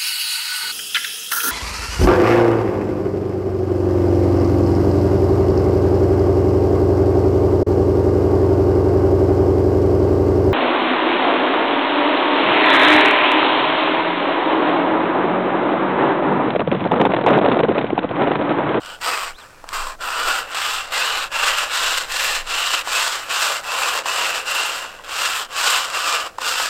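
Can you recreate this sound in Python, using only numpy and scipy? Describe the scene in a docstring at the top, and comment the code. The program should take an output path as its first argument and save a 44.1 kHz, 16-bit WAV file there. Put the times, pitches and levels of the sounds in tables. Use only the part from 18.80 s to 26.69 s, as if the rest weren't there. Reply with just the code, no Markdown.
"""A buzzing scrape comes in strokes: a stiff wire is fed by hand into a ribbed plastic pipe buried in a garden.
Its tip clicks over the ribs; within 2.34 s more bends rub the wall too and the buzz thickens to a rasp.
Filtered noise bursts knock on the pipe, filtered clicks snap off the ribs, and a nylon sleeve zips once
as a pair of gliding tones. Shaped noise makes the light wind on the microphone and the faint garden air."""
import sys
import numpy as np
from scipy import signal
from scipy.fft import rfft, irfft, next_fast_len
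from scipy.io import wavfile
from scipy.ndimage import uniform_filter1d, map_coordinates

SR = 44100
rng = np.random.default_rng(int(sys.argv[2]) if len(sys.argv) > 2 else 0)


def generate_wav(signal):
    """Clip the signal to [-1, 1] and save it as 16-bit WAV at the path in sys.argv[1]."""
    frames = np.transpose(np.atleast_2d(signal))
    scaled = np.clip(frames, -1, 1) * 32767
    pcm = np.round(scaled).astype(np.int16)
    wavfile.write(sys.argv[1], SR, pcm)


N = 347949
TIME = np.arange(N) / SR
SIZE = 2 * next_fast_len(N // 2 + 8192)  # transform length, with room for filter tails
HZ = np.maximum(np.arange(SIZE // 2 + 1) * SR / SIZE, 1)

# colour of a rib contact: pitch_hz, relative density_db (per Hz)
CONTACT = [(120, -33.5), (220, -29), (320, -17), (400, -16.5), (500, -9), (700, -7.5), (950, -4.5),
           (1700, -6.5), (2250, -9), (3200, -3.5), (6300, -14.5), (8800, -17.5), (10800, -24.5),
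           (15800, -31)]
# resonances of the pipe's bore and wall: pitch_hz, width_hz, lift_db
PIPE = [(1420, 470, 5), (2728, 434, 9.5), (4820, 2400, 5), (7690, 2100, 11), (13440, 3100, 12)]


def from_db(db):
    """Decibels to gain."""
    return 10 ** (np.asarray(db) / 20)


def rms_one(x):
    """Scale to unit power."""
    return x / np.sqrt(np.mean(x ** 2) + 1e-20)


def in_time(rows):
    """Join each column of a table with straight lines over its times."""
    times, *columns = np.transpose(rows)
    return [np.interp(TIME, times, column) for column in columns]


def slope_db(points):
    """A spectrum joined on a log-frequency axis."""
    hz, db = np.transpose(points)
    return np.interp(np.log(HZ), np.log(hz), db)


def bells_db(peaks):
    """Summed lift of a set of resonances; a negative lift is a dip."""
    return sum(db / (1 + (2 * (HZ - hz) / width) ** 2) for hz, width, db in peaks)


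def colour(x, curve_db):
    """Causal, minimum-phase filter with the given response, built by folding its cepstrum."""
    cepstrum = irfft(np.log(from_db(curve_db)))
    cepstrum[1:SIZE // 2] *= 2
    cepstrum[SIZE // 2 + 1:] = 0
    response = np.exp(rfft(cepstrum))
    return irfft(rfft(x, SIZE) * response)[:N]


def split(x, edge_hz):
    """The parts below and above a frequency; they add up to the whole."""
    lowpass = signal.butter(4, edge_hz, fs=SR, output="sos")
    low = signal.sosfiltfilt(lowpass, x)
    return low, x - low


def drift(rate):
    """Random wander with spread 1: `rate` chance values a second, joined by straight lines."""
    knots = rng.standard_normal(4096)
    return rms_one(map_coordinates(knots, [TIME * rate], order=1, mode="wrap"))


def even(x):
    """Hold the slow level near 1 and keep the grain."""
    power = uniform_filter1d(uniform_filter1d(x ** 2, size=1600), size=1600)
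    return x / np.sqrt(np.maximum(power, 1e-12))


def burst(t60):
    """A dense cluster of reflections, 60 dB down after t60 seconds, with unit energy."""
    t = np.arange(4096) / SR
    tail = rng.standard_normal(len(t)) * from_db(-60 * t / t60)
    return tail / np.sqrt(np.sum(tail ** 2))


def through_pipe(clicks, echo_db, t60):
    """Each click is followed by its reflections in the bore."""
    return clicks + from_db(echo_db) * signal.oaconvolve(clicks, burst(t60))[:N]


def resonate(x, hz, width_hz):
    """What one two-pole resonance passes, with gain about 1 at its top."""
    r = np.exp(-np.pi * width_hz / SR)
    feed = np.array([1, 0, -1]) * (1 - r * r) / 2
    feedback = [1, -2 * r * np.cos(2 * np.pi * hz / SR), r * r]
    return signal.lfilter(feed, feedback, x)


def scrape():
    """Tip and bends skip over the ribs, ring the pipe, and follow the push of the hand."""
    # with the tip near the mouth the gaps between resonances are deeper: pitch_hz, width_hz, lift_db
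    near_mouth = [(2200, 2600, -4.5), (3530, 860, -4), (6470, 830, -8.5), (10500, 1900, -8),
                  (8460, 1000, 2.5)]
    level_db, weight_db, bite_db = hand()
    depth = np.clip(TIME / 2.34, 0, 1)  # share of the bends that already touch the wall
    ribs_per_s = 245 * from_db(.42 * np.clip(level_db + 23, -25, 3))  # faster is louder
    contact = rib_contact(ribs_per_s, level_db, depth)

    deep = colour(contact, slope_db(CONTACT) + bells_db(PIPE))
    shallow = colour(deep, bells_db(near_mouth))
    pipe = shallow + depth ** 2 * (deep - shallow)
    pipe = wandering_bore(free_spans(wire_modes(pipe)))

    wall, rest = split(pipe, 800)
    rasp, edge = split(rest, 2200)
    body = from_db(weight_db) * even(wall) + even(rasp)
    edge = from_db(bite_db) * even(flickering_treble(edge))
    # the wire whips in the bore, so the pressure flutters
    pressure_db = 0.73 * drift(55)
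    return from_db(level_db + pressure_db) * (body + edge)


def rib_contact(ribs_per_s, level_db, depth):
    """The tip's regular clicks give way to the looser clicks of five bends, over rubbing noise."""
    creep_db = np.clip(level_db + 26.5, -12, 0)  # a creeping tip stays in touch and hardly skips
    tip_clicks = rib_clicks(ribs_per_s, jitter=.06, uneven_db=2.0)
    tip = even(through_pipe(tip_clicks, echo_db=-2.5, t60=0.012))
    bends = np.zeros(N)
    for _ in range(5):
        bend_clicks = rib_clicks(ribs_per_s * rng.uniform(.7, 1.2), jitter=.35, uneven_db=2.0)
        bends += through_pipe(bend_clicks, echo_db=2.5, t60=0.028)
    friction = rng.standard_normal(N) * from_db(2.9 * drift(260))
    tip_gain = from_db(creep_db - 9.0 * depth)
    bends_gain = from_db(-7 * (1 - depth))
    return tip_gain * tip + bends_gain * even(bends) + from_db(-3.5) * friction


def rib_clicks(per_s, jitter, uneven_db):
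    """One click of uneven strength for each rib that a point of the wire passes."""
    speed = per_s * np.exp(jitter * drift(120))
    ribs_passed = np.floor(np.cumsum(speed) / SR + rng.random())
    strength_db = uneven_db * np.clip(rng.standard_normal(N), -2.2, 2.2)
    return np.diff(ribs_passed, prepend=ribs_passed[0]) * from_db(strength_db)


def wire_modes(x, relative_width=0.14, bore_hz=2800, bore_width_hz=440):
    """Through each push two bending modes of the wire are lifted or dipped, and so is the bore's ring."""
    # each new grip leaves the wire bent differently:
    # start_s, low_mode_hz, low_lift_db, high_mode_hz, high_lift_db, bore_lift_db
    grips = [(0, 1430, 7, 3080, 11, -2), (.19, 1160, 1.5, 2190, 6.5, 0), (.55, 1180, 0, 2380, 4, -5),
             (.85, 1068, 5.5, 4900, -2, -5), (1.18, 1386, 6.5, 3350, 2, 0.5),
             (1.65, 2026, 1.5, 3493, 4, 1.5), (2.08, 2041, 2, 3950, 6.5, 2), (2.49, 596.4, 6.5, 2069, 2, 2),
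             (2.88, 2027, 1.5, 3870, 4.5, -0.5), (3.26, 1816, 5, 4025, 2.5, -2),
             (3.64, 589, 0, 3868, 2.5, 3), (4.03, 655.5, -1, 1970, 2, -2),
             (4.44, 591.2, 4, 1948, -0.5, -1.5), (4.82, 871, 3.5, 1082, 4.5, -0.5),
             (5.23, 580.3, 3, 3110, -3.5, 3.5), (5.63, 728, -3, 3059, -1.5, 2.5),
             (6.21, 918.6, -0.5, 3200, 1, -2.5), (6.68, 714, 2.5, 1099, 3.5, 0),
             (7.1, 1180, 4.5, 5127, 2.5, 0.5), (7.55, 650.4, 0, 4994, 2.5, -1.5)]
    out = x.copy()
    starts = [max(round(row[0] * SR), 0) for row in grips]
    ends = starts[1:] + [N]
    for start, end, (_, low_hz, low_db, high_hz, high_db, bore_db) in zip(starts, ends, grips):
        modes = ((low_hz, relative_width * low_hz, low_db),
                 (high_hz, relative_width * high_hz, high_db),
                 (bore_hz, bore_width_hz, bore_db))
        for hz, width_hz, lift_db in modes:
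            out[start:end] += (from_db(lift_db) - 1) * resonate(x[start:end], hz, width_hz)
    return out


def free_spans(x, swing_db=3.5, rate=14, relative_width=0.023, count=30):
    """Spans of wire between contacts keep changing length, so narrow rings come and go."""
    out = x.copy()
    for hz in np.geomspace(450, 3400, count):
        lift_db = swing_db * (np.clip(drift(rate), -2, 2) - 0.14)
        out += (from_db(lift_db) - 1) * resonate(x, hz, relative_width * hz)
    return out


def wandering_bore(x, low_hz=2670, high_hz=2990, width_hz=260, swing_db=2.0):
    """As the contacts travel they favour one side of the bore's ring, then the other."""
    lean_db = swing_db * drift(28)
    low_side = (from_db(lean_db) - 1) * resonate(x, low_hz, width_hz)
    high_side = (from_db(-lean_db) - 1) * resonate(x, high_hz, width_hz)
    return x + low_side + high_side


def flickering_treble(edge):
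    """Three bands of the treble flicker in level independently."""
    ring, top = split(edge, 3250)
    hiss, sizzle = split(top, 9500)
    top = hiss * from_db(1.0 * drift(22)) + sizzle * from_db(1.2 * drift(45))
    return ring * from_db(1.3 * drift(75)) + top


def hand():
    """Pushes swell and stop over a steady creep of the wire; gives level, wall weight and edge bite in dB."""
    # one push each, levels before trims and unsteadiness: start_s, end_s, attack_s, release_s, crest_db,
    # crest_s, sag_db_per_s (either side of the crest), creep_db, weight_db (wall), bite_db (edge)
    pushes = [(-0.0, 0.178, 0.0098, 0.038, -35, 0.24, 22, -50, -10.5, -0.5),
              (0.195, 0.547, 0.09, 0.084, -22.5, 0.28, 30, -52, -9.5, -3.5),
              (0.566, 0.834, 0.03, 0.19, -41.0, 0.58, 56, -50, -11.5, -5.1),
              (0.86, 1.168, 0.098, 0.062, -25.5, 0.96, 36, -67, -14.5, -3.9),
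              (1.184, 1.658, 0.033, 0.071, -22.5, 1.5, 20, -37, -12.5, -3.5),
              (1.681, 2.093, 0.065, 0.13, -26.5, 1.94, 0, -37, -14, 1.3),
              (2.101, 2.492, 0.041, 0.057, -23.5, 2.23, 13, -44, -12.5, 1),
              (2.495, 2.882, 0.063, 0.049, -22, 2.68, 21, -32, -12.5, 0),
              (2.882, 3.267, 0.053, 0.083, -24, 3.07, 10, -38, -12, 2.5),
              (3.28, 3.643, 0.041, 0.088, -26.5, 3.42, 2, -42, -11.5, 4),
              (3.655, 4.036, 0.049, 0.044, -25.0, 3.91, 11, -46, -13.5, 3.5),
              (4.016, 4.432, 0.11, 0.08, -21.5, 4.2, 33, -35, -12.5, 2.7),
              (4.476, 4.83, 0.031, 0.065, -24, 4.62, 17, -49, -14.5, 1.5),
              (4.807, 5.237, 0.109, 0.055, -23.5, 5.06, 12, -43, -9.5, 0.2),
              (5.219, 5.654, 0.06, 0.076, -25, 5.38, 9, -36, -9.2, 1.5),
              (5.642, 6.16, 0.027, 0.17, -23.5, 5.78, 34, -40, -11, 3),
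              (6.264, 6.679, 0.084, 0.063, -26.5, 6.43, 8, -47, -13.5, 2.1),
              (6.68, 7.101, 0.1, 0.053, -21, 6.91, 34, -31, -14, 2.5),
              (7.108, 7.521, 0.038, 0.18, -21.5, 7.35, 23, -51, -12.8, -0.2),
              (7.572, 7.923, 0.071, 0.051, -24.5, 7.71, 20, -35, -13, 2.5)]
    rasp_trim_db, wall_trim_db, edge_trim_db = -.5, -.5, -.5
    weight_per_db, bite_per_db = -0.47, 0.29  # away from the crest the sound is duller: dB per dB of level

    _, ends, _, _, crest_db, crest_s, _, creep_db, weight_db, bite_db = np.transpose(pushes)
    creep_changes_s = (ends[:-1] + ends[1:]) / 2
    power = from_db(creep_db[np.searchsorted(creep_changes_s, TIME)]) ** 2
    for start, end, attack, release, db, crest, sag, *_ in pushes:
        during = slice(*np.searchsorted(TIME, [start, end]))
        t = TIME[during]
        speed = np.clip(np.minimum((t - start) / attack, (end - t) / release), 0, 1)
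        power[during] += (speed * from_db(db - sag * np.abs(t - crest))) ** 2
    push_db = 10 * np.log10(power) + stick_slip()
    from_crest_db = push_db - np.interp(TIME, crest_s, crest_db)

    catch_db, catch_weight_db = binding()
    tremor_db = 0.5651 * drift(25)
    effort_db = 0.57 * drift(12)  # slow unevenness of the arm
    wall_flutter_db = 1.74 * drift(46)
    level = push_db + rasp_trim_db + catch_db + tremor_db + effort_db
    weight = np.interp(TIME, crest_s, weight_db) + wall_trim_db + weight_per_db * from_crest_db
    weight = weight + catch_weight_db + wall_flutter_db
    bite = np.interp(TIME, crest_s, bite_db) + edge_trim_db + bite_per_db * from_crest_db
    return level, weight, bite


def stick_slip(surge_s=.018):
    """Sticking pulls the level down until the wire jerks free and overshoots; in dB."""
    # the jerks: jerk_s, dip_db before it, stick_s (growth time of the dip), surge_db after it
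    jerks = [(.211, 4, .015, 5), (.929, 5, 0.024, 3), (1.207, 7, .012, 1), (1.746, 5, .02, 2.5),
             (2.121, 5, .015, 2), (2.516, 5, .012, 3), (4.836, 3, .012, 2), (5.257, 3, .015, 1.5),
             (6.238, 8, .05, .5)]
    change_db = np.zeros(N)
    for s, dip_db, stick_s, surge_db in jerks:
        distance_s = np.abs(TIME - s)
        sticking = -dip_db * np.exp(-distance_s / stick_s)
        surge = surge_db * np.exp(-distance_s / surge_s)
        change_db += np.where(TIME < s, sticking, surge)
    return change_db


def binding():
    """The wire binds for a moment and rasps harder: brief bumps in level and in wall weight, both in dB."""
    # the catches: centre_s, length_s, lift_db, added_weight_db
    catches = [(1.4, .02, 3, -1), (1.491, 0.039, 3, 2), (2.19, .04, 1, 3), (2.69, 0.031, 2, -3),
               (2.79, 0.042, 3, -4), (3.94, 0.024, 6, -2), (4.71, 0.059, .5, 7), (5.088, .025, 3.5, -3),
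               (5.191, 0.042, .5, 5), (5.464, 0.019, 3, -5), (6.401, .04, 1, 6), (6.458, .03, 3, -1),
               (6.576, 0.041, 2.5, -4), (6.869, 0.061, 2, 2), (7.345, 0.046, 2.5, 1), (7.467, .02, 5, 2)]
    s, length, lift_db, weight_db = np.transpose(catches)
    bumps = np.exp(-(2 * (TIME[:, None] - s) / length) ** 2)
    return bumps @ lift_db, bumps @ weight_db


def knocks(level_db=21, ring_db=18):
    """The wire slaps the wall and chatters briefly; hard slaps also ring the upper resonances."""
    # wire slapping the wall: start_s, strength_db (relative), hardness_db (ring against slap)
    slaps = [(0.841, -14, -20), (0.928, -14, -19), (1.746, -12, -8.5), (2.122, -21, 4), (2.516, -18, -10),
             (2.674, -7, -15), (3.938, -2, -21), (4.074, -6, -14), (5.258, -6, -10), (5.38, -6, -14),
             (6.046, -11, -23), (6.196, -21, -32), (7.584, -3.5, -17), (7.617, -12, -4), (7.799, -3.5, -13)]
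    # colour of a slap: pitch_hz, relative density_db (per Hz)
    slap_colour = [(150, -33), (350, -11), (600, -6), (1000, 4), (1450, -1.5), (2100, -22), (4000, -36),
                   (12000, -54)]
    dull, hard = np.zeros((2, N + 4096))
    for s, db, hard_db in slaps:
        hit = .85 * burst(.022)
        hit[0] += .5  # the first touch, before the chatter
        at = round(s * SR)
        dull[at:at + len(hit)] += hit * from_db(db)
        hard[at:at + len(hit)] += hit * from_db(db + hard_db)
    pipe = colour(hard[:N], slope_db(CONTACT) + bells_db(PIPE))
    _, ring = split(pipe, 2100)
    return from_db(level_db) * colour(dull[:N], slope_db(slap_colour)) + from_db(ring_db) * ring


def ticks():
    """The wire snaps off a rib: single sharp clicks with reflections, brighter than the sliding contacts."""
    # the snaps: start_s, strength_db (relative)
    snaps = [(0.061, -13), (0.2742, -6), (0.313, -10), (0.8899, -8), (0.9032, -29), (1.0193, -25),
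             (3.2633, -22), (4.919, -5), (7.1013, -6), (7.4671, -21), (7.7997, -13)]
    clicks = np.zeros(N)
    for s, db in snaps:
        clicks[round(s * SR)] = from_db(db)
    bright_db = 1.4 * np.log2(HZ / 2000)  # 1.4 dB more per octave
    snapped = through_pipe(clicks, echo_db=3, t60=.01)
    return from_db(10) * colour(snapped, slope_db(CONTACT) + bright_db)


def sleeve(spread=0.03, waver=0.0069, level_db=-0.5):
    """Two patches of nylon weave zip past at slightly different speeds, as wavering sine tones."""
    # the sleeve rubbing: time_s, weave_hz (midway between the patches), level_db (before the trim)
    weave = [(.515, 2364, -72), (.535, 2743, -53), (.555, 3500, -47), (.571, 4080, -51), (.587, 4200, -50),
             (.605, 3900, -50), (.62, 3360, -45), (.637, 3080, -54), (.655, 2800, -76)]
    hz, db = in_time(weave)
    zips = np.zeros(N)
    for side in (-1, 1):
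        pitch_hz = hz * (1 + side * spread + waver * drift(504))
        zips += np.sin(2 * np.pi * np.cumsum(pitch_hz) / SR)
    rubbing = (TIME > weave[0][0]) * (TIME < weave[-1][0])
    return zips * from_db(db + level_db) * rubbing


def outdoors(gust_db=4.5, gusts_per_s=5.4, garden_db=-51):
    """Faint garden air and gusty low buffeting of the microphone, both coloured noise."""
    # low buffeting, before the gusts: time_s, level_db
    wind_level = [(0.0, -52), (0.39, -56), (0.83, -36), (1.34, -48), (1.47, -38), (1.89, -47), (2.09, -40),
                  (2.13, -40), (2.46, -40.5), (3.73, -40.5), (4.44, -59), (6.13, -61), (7.21, -54.5),
                  (7.89, -54)]
    # colour of the buffeting: pitch_hz, relative density_db (per Hz)
    buffet_colour = [(8, -6), (16, 9), (32, -12), (50, -19), (100, -26), (300, -76)]
    # colour of the garden air: pitch_hz, relative density_db (per Hz)
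    garden_colour = [(30, 1), (65, 1.5), (115, -2.5), (160, -3.5), (300, -4), (900, -8), (2500, -17),
                     (6000, -15.5), (15000, -25.5)]
    wind_db, = in_time(wind_level)
    buffet = rms_one(colour(rng.standard_normal(N), slope_db(buffet_colour)))
    wind = from_db(wind_db + gust_db * drift(gusts_per_s)) * buffet
    air = rms_one(colour(rng.standard_normal(N), slope_db(garden_colour)))
    return wind + from_db(garden_db) * air


def scene():
    """All sources at one microphone in the open."""
    return (scrape() + knocks() + ticks() + sleeve() + outdoors())[None]


def record(dry, cutoff_hz=15850):
    """The top is cut steeply by an elliptic low-pass."""
    lowpass = signal.ellip(12, .1, 80, cutoff_hz, fs=SR, output="sos")
    return signal.sosfilt(lowpass, dry)


dry = scene()
out = record(dry)
generate_wav(out)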